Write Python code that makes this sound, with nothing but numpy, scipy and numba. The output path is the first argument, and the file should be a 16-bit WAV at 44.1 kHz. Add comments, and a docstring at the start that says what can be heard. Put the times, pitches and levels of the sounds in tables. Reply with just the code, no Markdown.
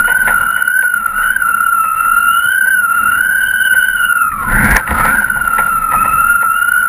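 """A small camera in a closed housing hangs on taut kite lines over open sea.
From the start, vortices shed by two lines whistle with sharp swells, over an opening gust and two early knocks.
The whistle keeps wavering over lighter wind and knocks; near 4.5 s the camera swings: the lower line falls
silent, air rushes past an edge, wind thuds on the port, and the housing knocks hardest on its mount.
From 5.2 s the lower line sounds again. A recorder holding samples at a low rate adds mirror tones throughout."""
import sys
import numpy as np
from scipy import signal
from scipy.io import wavfile
from numba import njit

SR = 44100
rng = np.random.default_rng(int(sys.argv[2]) if len(sys.argv) > 2 else 0)


def dump(signal):
    """Clip the signal to [-1, 1] and save it as 16-bit WAV at the path in sys.argv[1]."""
    limited = np.clip(np.atleast_2d(signal).T, -1, 1)
    pcm = np.round(limited * 32767).astype(np.int16)
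    wavfile.write(sys.argv[1], SR, pcm)


N = 303408

# Upper line, a wavering noisy whistle, now narrow, now broad: t/s, f/Hz, level/dB, width/Hz
UPPER_LINE = [(0.0, 1422, -8.5, 100.7), (0.2, 1514, -12.5, 130.5), (0.34, 1423, -12.5, 192.5),
              (0.55, 1435, -11.5, 160.3), (0.68, 1485, -13.5, 96.8), (0.78, 1540, -9.5, 78.4),
              (0.96, 1424, -12, 81.56), (1.12, 1355, -19, 142.3), (1.19, 1384, -11, 205),
              (1.28, 1447, -11, 200), (1.36, 1551, -20, 150.6), (1.46, 1395, -12, 115.6),
              (1.62, 1389, -10.5, 103), (1.78, 1356, -10.5, 61.53), (1.88, 1320, -14, 85),
              (2.0, 1342, -10.5, 120.4), (2.38, 1393, -10.5, 89.4), (2.5, 1481, -11, 137.9),
              (2.72, 1539, -11, 81.8), (2.87, 1353, -12, 94.7), (3.12, 1412, -12, 200.6),
              (3.24, 1514, -13.5, 196.2), (3.42, 1549, -13, 150.5), (3.78, 1487, -10, 109.5),
              (3.91, 1508, -15, 133), (4.0, 1461, -10, 130.4), (4.25, 1366, -11.5, 129.1),
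              (4.34, 1313, -20.5, 111.3), (4.45, 1353, -18.5, 152.9), (4.57, 1495, -11, 221.2),
              (4.76, 1522, -14.5, 311.4), (4.85, 1409, -22.5, 209), (5.0, 1333, -12.5, 154.1),
              (5.16, 1515, -9.5, 208.3), (5.29, 1480, -14.5, 159.5), (5.52, 1360, -11.5, 108.6),
              (5.66, 1372, -12.5, 104.4), (5.84, 1320, -12, 80.55), (5.95, 1294, -12, 114.3),
              (6.3, 1354, -9, 90.9), (6.55, 1375, -12.5, 109.5), (6.8, 1458, -9.5, 113.6),
              (6.88, 1384, -9, 111)]
# Lower line in two spells: t/s, pitch/share of the upper line's, octave level/dB, fundamental level/dB
LOWER_LINE = [
    [(0.0, 1, -31, -23), (0.25, 1, -41, -25.5), (0.55, 1.02, -33, -28), (0.78, .965, -45.5, -33),
     (1.0, 1, -38.5, -40), (1.25, 1.02, -32, -20), (1.38, .965, -41.5, -23), (1.5, .99, -37.5, -24),
     (1.63, 1.015, -39.5, -22), (1.75, 1.01, -37, -35), (1.9, 1, -33, -39.5), (2.1, 1, -33, -21),
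     (2.42, 1.03, -28.5, -29.5), (2.7, .965, -37, -31), (3.0, 1.01, -34.5, -25), (3.3, .96, -33, -28),
     (3.7, .985, -28.5, -34), (4.1, 1, -32, -43), (4.2, .99, -31.5, -21), (4.33, .93, -40, -19.5),
     (4.5, .7, -53, -25.5)],
    [(5.2, .98, -46.5, -31), (5.6, 1, -38, -31.5), (5.9, .98, -36, -30.5), (6.1, .99, -27, -37),
     (6.28, .995, -35.5, -39.5), (6.45, .97, -40, -14), (6.58, 1.01, -30, -40), (6.72, .995, -42, -34),
     (6.81, 1.01, -34, -35.5), (6.88, 1, -60, -30)],
]
# Travel of a wave up the line and back, shorter when the line is tighter: t/s, round trip/ms
LINE_ROUND_TRIP = [(0, 47), (.55, 56.3), (.85, 67), (1.2, 57), (2.05, 61), (2.65, 63), (3, 60.8), (3.6, 55),
                   (4.2, 60.6), (4.7, 60.4), (5.1, 55.5), (5.65, 59.4), (5.95, 70.2), (6.3, 57.8),
                   (6.88, 60.2)]
# Sharp swells of the whistle, often one round trip apart: onset t/s, peak level/dB
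WHISTLE_SWELLS = [(0.3402, -1.1), (0.561, -1.5), (0.62, -0.04), (0.676, 0.2), (0.7886, -0.65),
                  (0.9372, -0.7), (1.058, -1), (1.3024, -0.7), (1.361, -0.8), (1.4186, -1.34), (1.541, -1),
                  (1.6036, -0.65), (1.6624, -1), (2.0043, -1), (2.6083, -0.8), (3.2058, 0.2),
                  (3.5082, -3.5), (3.824, -0.9), (3.8824, -1.5), (4.1215, -0.7), (5.242, -2), (5.2987, -2),
                  (5.4738, -0.7), (5.532, -2), (6.7169, -0.15), (6.8253, -3)]
# Knocks of the housing on its mount: contact t/s, drive of highs/dB, drive of lows/dB, rattle t60/s
MOUNT_KNOCKS = [(0.073, -17.5, -19, 0.32), (0.271, -8.5, -13.5, 0.16), (.4085, -33, -28, 0.18),
                (.56, -25.5, -29.5, 0.33), (0.824, -19.5, -26.5, 0.1), (1.8375, -27, -29, 0.14),
                (2.174, -32, -29, 0.12), (2.6524, -26, -26, 0.11), (2.9613, -29, -45, 0.078),
                (3.736, -17.5, -23, 0.075), (4.3171, -23, -41, 0.057), (4.563, -31, -13, 0.046),
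                (4.71, -8, -27, 0.082), (4.7637, 9.5, -3.5, 0.024), (4.874, -12.5, -19, 0.089),
                (4.908, -4.5, -6, 0.038), (5.3536, -32, -25.5, 0.16), (5.581, -10, -13, 0.14),
                (5.914, -17, -17, 0.21), (6.0437, -20, -19.5, 0.2), (6.31, -29, -45, 0.057),
                (6.423, -20.5, -21.5, 0.11)]
# Heavy thuds of wind on the port during the swing: centre t/s, f/Hz, peak level/dB
PORT_THUDS = [(4.47, 124.8, -23), (4.545, 122, -16.5), (4.63, 124, -15), (4.736, 50.7, -10),
              (4.925, 62.8, -12.5)]
# Air past an edge as the camera swings: t/s, length/s, start f/Hz, end f/Hz, full level/dB
EDGE_RUSH = [(4.471, 0.35, 1598, 2060, -16), (4.95, 0.22, 1854, 2164, -24.5)]
# Wind: t/s, gust drive on the port/dB, housing flap level/dB, turbulence drive round the housing/dB
WIND_COURSE = [(0.0, -21, -39, -35), (0.04, -36.5, -29, -41), (0.34, -31, -36, -34), (0.8, -48, -52.5, -45),
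               (1.21, -38, -34.5, -38), (1.88, -44, -50.5, -45.5), (1.97, -42, -35, -40),
               (2.72, -43.5, -53.5, -44), (3.16, -33, -42, -37), (3.24, -41, -38.5, -41),
               (3.75, -40.5, -51, -41), (3.81, -43, -38, -40), (4.1, -39.5, -37.5, -41.5),
               (4.18, -41.5, -54, -45.5), (4.39, -31, -34, -38), (4.46, -27, -36, -35),
               (4.52, -23, -19, -27.5), (4.62, -19.5, -19.5, -26), (4.73, -18.5, -27, -23),
               (4.77, -27, -10.5, -19), (4.83, -34.5, -42, -36), (4.94, -20, -27, -26.5),
               (5.08, -25.5, -25.5, -25), (5.34, -35.5, -40, -38.5), (5.38, -34.5, -33.5, -35),
               (5.88, -36, -32.5, -37.5), (5.98, -27.5, -25, -30.5), (6.15, -31.5, -34, -35),
               (6.49, -43, -38.5, -42), (6.88, -42.5, -47.5, -39.5)]
# Housing modes: f/Hz, width/Hz, relative level/dB
HOUSING_MODES = [(519.7, 65, -3.5), (708, 63, -3.5), (861, 106, 0), (1019.5, 98, 0.5), (1470, 126, -0.5),
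                 (1777, 282, 1.5), (1981, 267, 1.5), (2248, 97, -3), (2700, 420, -15), (3760, 240, -22.5),
                 (5000, 300, -47)]
# Shell resonances: f/Hz, width/Hz, relative level/dB
SHELL_MODES = [(206, 29, 4), (318, 170, -16.5)]
# Low port resonances: f/Hz, width/Hz, relative level/dB
PORT_MODES = [(52, 24, -1), (95, 43, -2), (142, 20, -1)]

DRAG_WIDTH_HZ, OCTAVE_WIDTH_HZ, THIRD_WIDTH_HZ = 90, 150, 130
ECHO_SHARE = .76   # strength of each return
WAVER, JITTER = .0055, .004   # rms shares by which slow and quick eddies shake the pitch
DRAG_FLICKER_DB = 3   # rms patchiness of the octave tone
THIRD_DB = -52.5   # mean level of the third harmonic against the whistle
BAND_LIMIT = 2.3   # amplitude ceiling, in rms of one quadrature
SWELL_PEAK_S = .00432   # from onset to peak
SWELL_HALF_S, LULL_HALF_S = .00414, .00864   # from centre to 1/e
THUD_CYCLES = 1.6   # from centre to 1/e
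RUSH_WIDTH_HZ = 630
RUSH_EDGE = .3   # share of the length spent swelling, and again fading
BUFFET_HZ, BUFFET_WIDTH_HZ = 29.6, 10
REFERENCE_WIND_DB = -40
# Wind layers: level at the reference wind in dB, dB of level per dB of wind
THUMP_DB, RUMBLE_DB = (-43, 1.0655), (-41.5, .9152)
LOW_HISS_DB, HIGH_HISS_DB = (-37, 1.09), (-38.5, .9164)
PATCHY_DB, PATCH_RATE_HZ = 1.24, 6
CUTOFF_HZ = 15590


def lines():
    """Vortices shed by two lines make noisy tones; echoes along the lines roughen the fundamentals and octave."""
    steady_hz, level_db, width_hz = in_time(UPPER_LINE)
    (share, octave_db, low_db), gate = spells(LOWER_LINE)
    hz = steady_hz * (1 + WAVER * drift(7.02) + JITTER * drift(22))
    # The octave flutters on eddies of its own, on top of the upper line's
    octave_hz = 2 * share * hz * (1 + WAVER * drift(9) + JITTER * drift(22))

    upper = from_db(level_db) * narrow_noise(hz, width_hz, ECHO_SHARE)
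    lower = from_db(low_db) * narrow_noise(octave_hz / 2, DRAG_WIDTH_HZ, ECHO_SHARE)
    octave_level = from_db(octave_db + DRAG_FLICKER_DB * drift(6.8))
    octave = octave_level * narrow_noise(octave_hz, OCTAVE_WIDTH_HZ, ECHO_SHARE)
    third_level = from_db(level_db + THIRD_DB + 2.5 * drift(6) + 4 * drift(30))
    third = third_level * narrow_noise(3 * hz, THIRD_WIDTH_HZ)

    bursts, lull = swells(hz)
    return lull * (upper + gate * lower) + bursts + gate * (octave + third)


def swells(hz):
    """Short bell-shaped tone bursts at the whistle's pitch, and the lull cut round each in the steady tone."""
    t = np.arange(N) / SR
    envelope, lull = np.zeros(N), np.ones(N)
    for onset, peak_db in WHISTLE_SWELLS:
        since_peak = t - onset - SWELL_PEAK_S
        envelope += from_db(peak_db) * np.exp(-(since_peak / SWELL_HALF_S) ** 2)
        lull *= 1 - .95 * np.exp(-(since_peak / LULL_HALF_S) ** 2)
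    return envelope * np.sin(2 * np.pi * np.cumsum(hz) / SR), lull


def knocks(clicks_per_s=900, attack_s=.0018):
    """Each knock is a rattle of clicks on the housing modes; high modes speak first, low ones just after."""
    t = np.arange(round(.2 * SR)) / SR
    highs, lows = np.zeros((2, N + len(t) + 500))
    for s, high_db, low_db, t60 in MOUNT_KNOCKS:
        rattle = rng.standard_normal(len(t)) * (rng.random(len(t)) < clicks_per_s / SR)
        rattle[round(.002 * SR)] = 1.1   # the first firm contact
        rattle *= (1 - np.exp(-t / attack_s)) * from_db(-60 * t / t60)
        at = round((s - .002) * SR)
        later = round((s + .0011) * SR)
        highs[at:at + len(t)] += from_db(high_db) * rattle
        lows[later:later + len(t)] += from_db(low_db) * rattle

    struck = np.zeros(N)
    for clicks, modes in (highs, HOUSING_MODES[5:]), (lows, HOUSING_MODES[:4]):
        click_peak = resonances(signal.unit_impulse(N), modes).max()
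        struck += resonances(clicks[:N], modes) / click_peak   # a unit click rings to 1
    return signal.sosfilt(signal.butter(2, 3000, fs=SR, output="sos"), struck)


def thuds():
    """Each thud is a few cycles of low pressure on the port that swell and fade."""
    t = np.arange(N) / SR
    out = np.zeros(N)
    for s, hz, peak_db in PORT_THUDS:
        cycles = hz * (t - s)
        bell = np.exp(-(cycles / THUD_CYCLES) ** 2)
        out += from_db(peak_db) * bell * np.sin(2 * np.pi * (cycles + rng.random()))
    return out


def rush():
    """Air past an edge is a broad noise band that climbs in pitch while it swells and fades."""
    t = np.arange(N) / SR
    out = np.zeros(N)
    for s, length, from_hz, to_hz, full_db in EDGE_RUSH:
        done = np.clip((t - s) / length, 0, 1)
        shape = np.clip(np.minimum(done, 1 - done) / RUSH_EDGE, 0, 1)
        air = narrow_noise(from_hz + (to_hz - from_hz) * done, RUSH_WIDTH_HZ)
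        out += shape * from_db(full_db + 1.3 * drift(27)) * air
    return out


def wind():
    """Gusts drive lumpy noise through port and shell, turbulence hisses through the housing, which flaps."""
    gust_db, buffet_db, turbulence_db = in_time(WIND_COURSE)
    lumpy, gusty = from_db(2.1 * drift(25)), from_db(2.4 * drift(53))
    out = from_db(buffet_db) * narrow_noise(np.full(N, BUFFET_HZ), BUFFET_WIDTH_HZ)
    layers = [
        (gust_db, THUMP_DB, lumpy, PORT_MODES),
        (gust_db, RUMBLE_DB, lumpy, SHELL_MODES),
        (turbulence_db, LOW_HISS_DB, gusty, HOUSING_MODES[:5]),
        (turbulence_db, HIGH_HISS_DB, gusty, HOUSING_MODES[5:]),
    ]
    for drive_db, (db, share), flutter, modes in layers:
        level_db = db + share * (drive_db - REFERENCE_WIND_DB) + PATCHY_DB * drift(PATCH_RATE_HZ)
        out += from_db(level_db) * rms_one(resonances(rng.standard_normal(N) * flutter, modes))
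    return out


def narrow_noise(hz, width_hz, echo_share=0.):
    """A steep noise band of moving centre and width: a gliding tone whose wander may echo on the line."""
    white = rng.standard_normal((2, 2 ** 17))
    wander = signal.sosfilt(signal.butter(4, 1 / 16, output="sos"), white)[:, 500:]
    # Reading the wander faster makes the band wider
    at = np.cumsum(width_hz * np.ones(N)) * 16 / SR
    lag = in_time(LINE_ROUND_TRIP)[0] * SR / 1000
    cosine, sine = (echoes(np.interp(at, np.arange(len(w)), w), lag, echo_share) for w in wander)
    size = np.hypot(cosine, sine) / (BAND_LIMIT * cosine.std())
    phase = 2 * np.pi * np.cumsum(hz) / SR
    tone = cosine * np.cos(phase) + sine * np.sin(phase)
    return rms_one(tone / (1 + size ** 4) ** (1 / 4))   # soft ceiling on the amplitude


@njit
def echoes(x, lag, share):
    """Each wave comes back weaker after one round trip, given in samples, and again after the next."""
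    out = x.copy()
    for i in range(len(x)):
        at = i - lag[i]
        k = int(at)
        if at >= 0:
            out[i] += share * (out[k] + (at - k) * (out[k + 1] - out[k]))
    return out


def resonances(x, modes):
    """Parallel two-pole resonances of alternating sign."""
    out = np.zeros(N)
    for k, (hz, width_hz, db) in enumerate(modes):
        r = np.exp(-np.pi * width_hz / SR)
        top = (-1) ** k * from_db(db) * (1 - r * r) / 2
        poles = [1, -2 * r * np.cos(2 * np.pi * hz / SR), r * r]
        out += signal.lfilter([top, 0, -top], poles, x + 1e-18)
    return out


def drift(rate_hz):
    """Slow random wander of rms 1: noise through two equal low-pass poles, drawn every 40 samples."""
    r = np.exp(-80 * np.pi * rate_hz / SR)
    slow = signal.lfilter([1], [1, -2 * r, r * r], rng.standard_normal(N // 40 + 2002))[2000:]
    return np.interp(np.arange(N) / 40, np.arange(len(slow)), rms_one(slow))


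def spells(tables):
    """Joined curves of several spells, and a gate that fades over 68 ms outside each."""
    t = np.arange(N) / SR
    gate = np.zeros(N)
    for rows in tables:
        outside = np.maximum(rows[0][0] - t, t - rows[-1][0])
        gate += np.clip(1 - outside / .068, 0, 1)
    return in_time(np.concatenate(tables)), gate


def in_time(rows):
    """Columns of a table as curves, sample by sample."""
    s, *columns = np.transpose(rows)
    return [np.interp(np.arange(N) / SR, s, c) for c in columns]


def rms_one(x):
    """Signal scaled to rms 1."""
    return x / np.sqrt(np.mean(np.abs(x) ** 2) + 1e-20)


def from_db(db):
    """Gain of a level in dB."""
    return 10 ** (np.asarray(db) / 20)


def scene():
    """Everything that reaches the microphone, as one channel."""
    return (lines() + knocks() + thuds() + rush() + wind())[None]


def record(dry):
    """Low-pass, hard overload, samples held for four steps (mirror tones round the low rate), steep top cut."""
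    dull = signal.sosfilt(signal.butter(8, 5400, fs=SR, output="sos"), dry)
    sampled = signal.resample_poly(dull, 40, 147, axis=1)   # 12000 samples a second
    overloaded = np.clip(sampled, -.95, .95)
    held = signal.resample_poly(np.repeat(overloaded, 4, axis=1), 147, 160, axis=1)   # back to SR
    held = np.pad(held, ((0, 0), (0, 8)))[:, :N]
    return signal.sosfilt(signal.ellip(10, .3, 80, CUTOFF_HZ, fs=SR, output="sos"), held)


dry = scene()
out = record(dry)
dump(out)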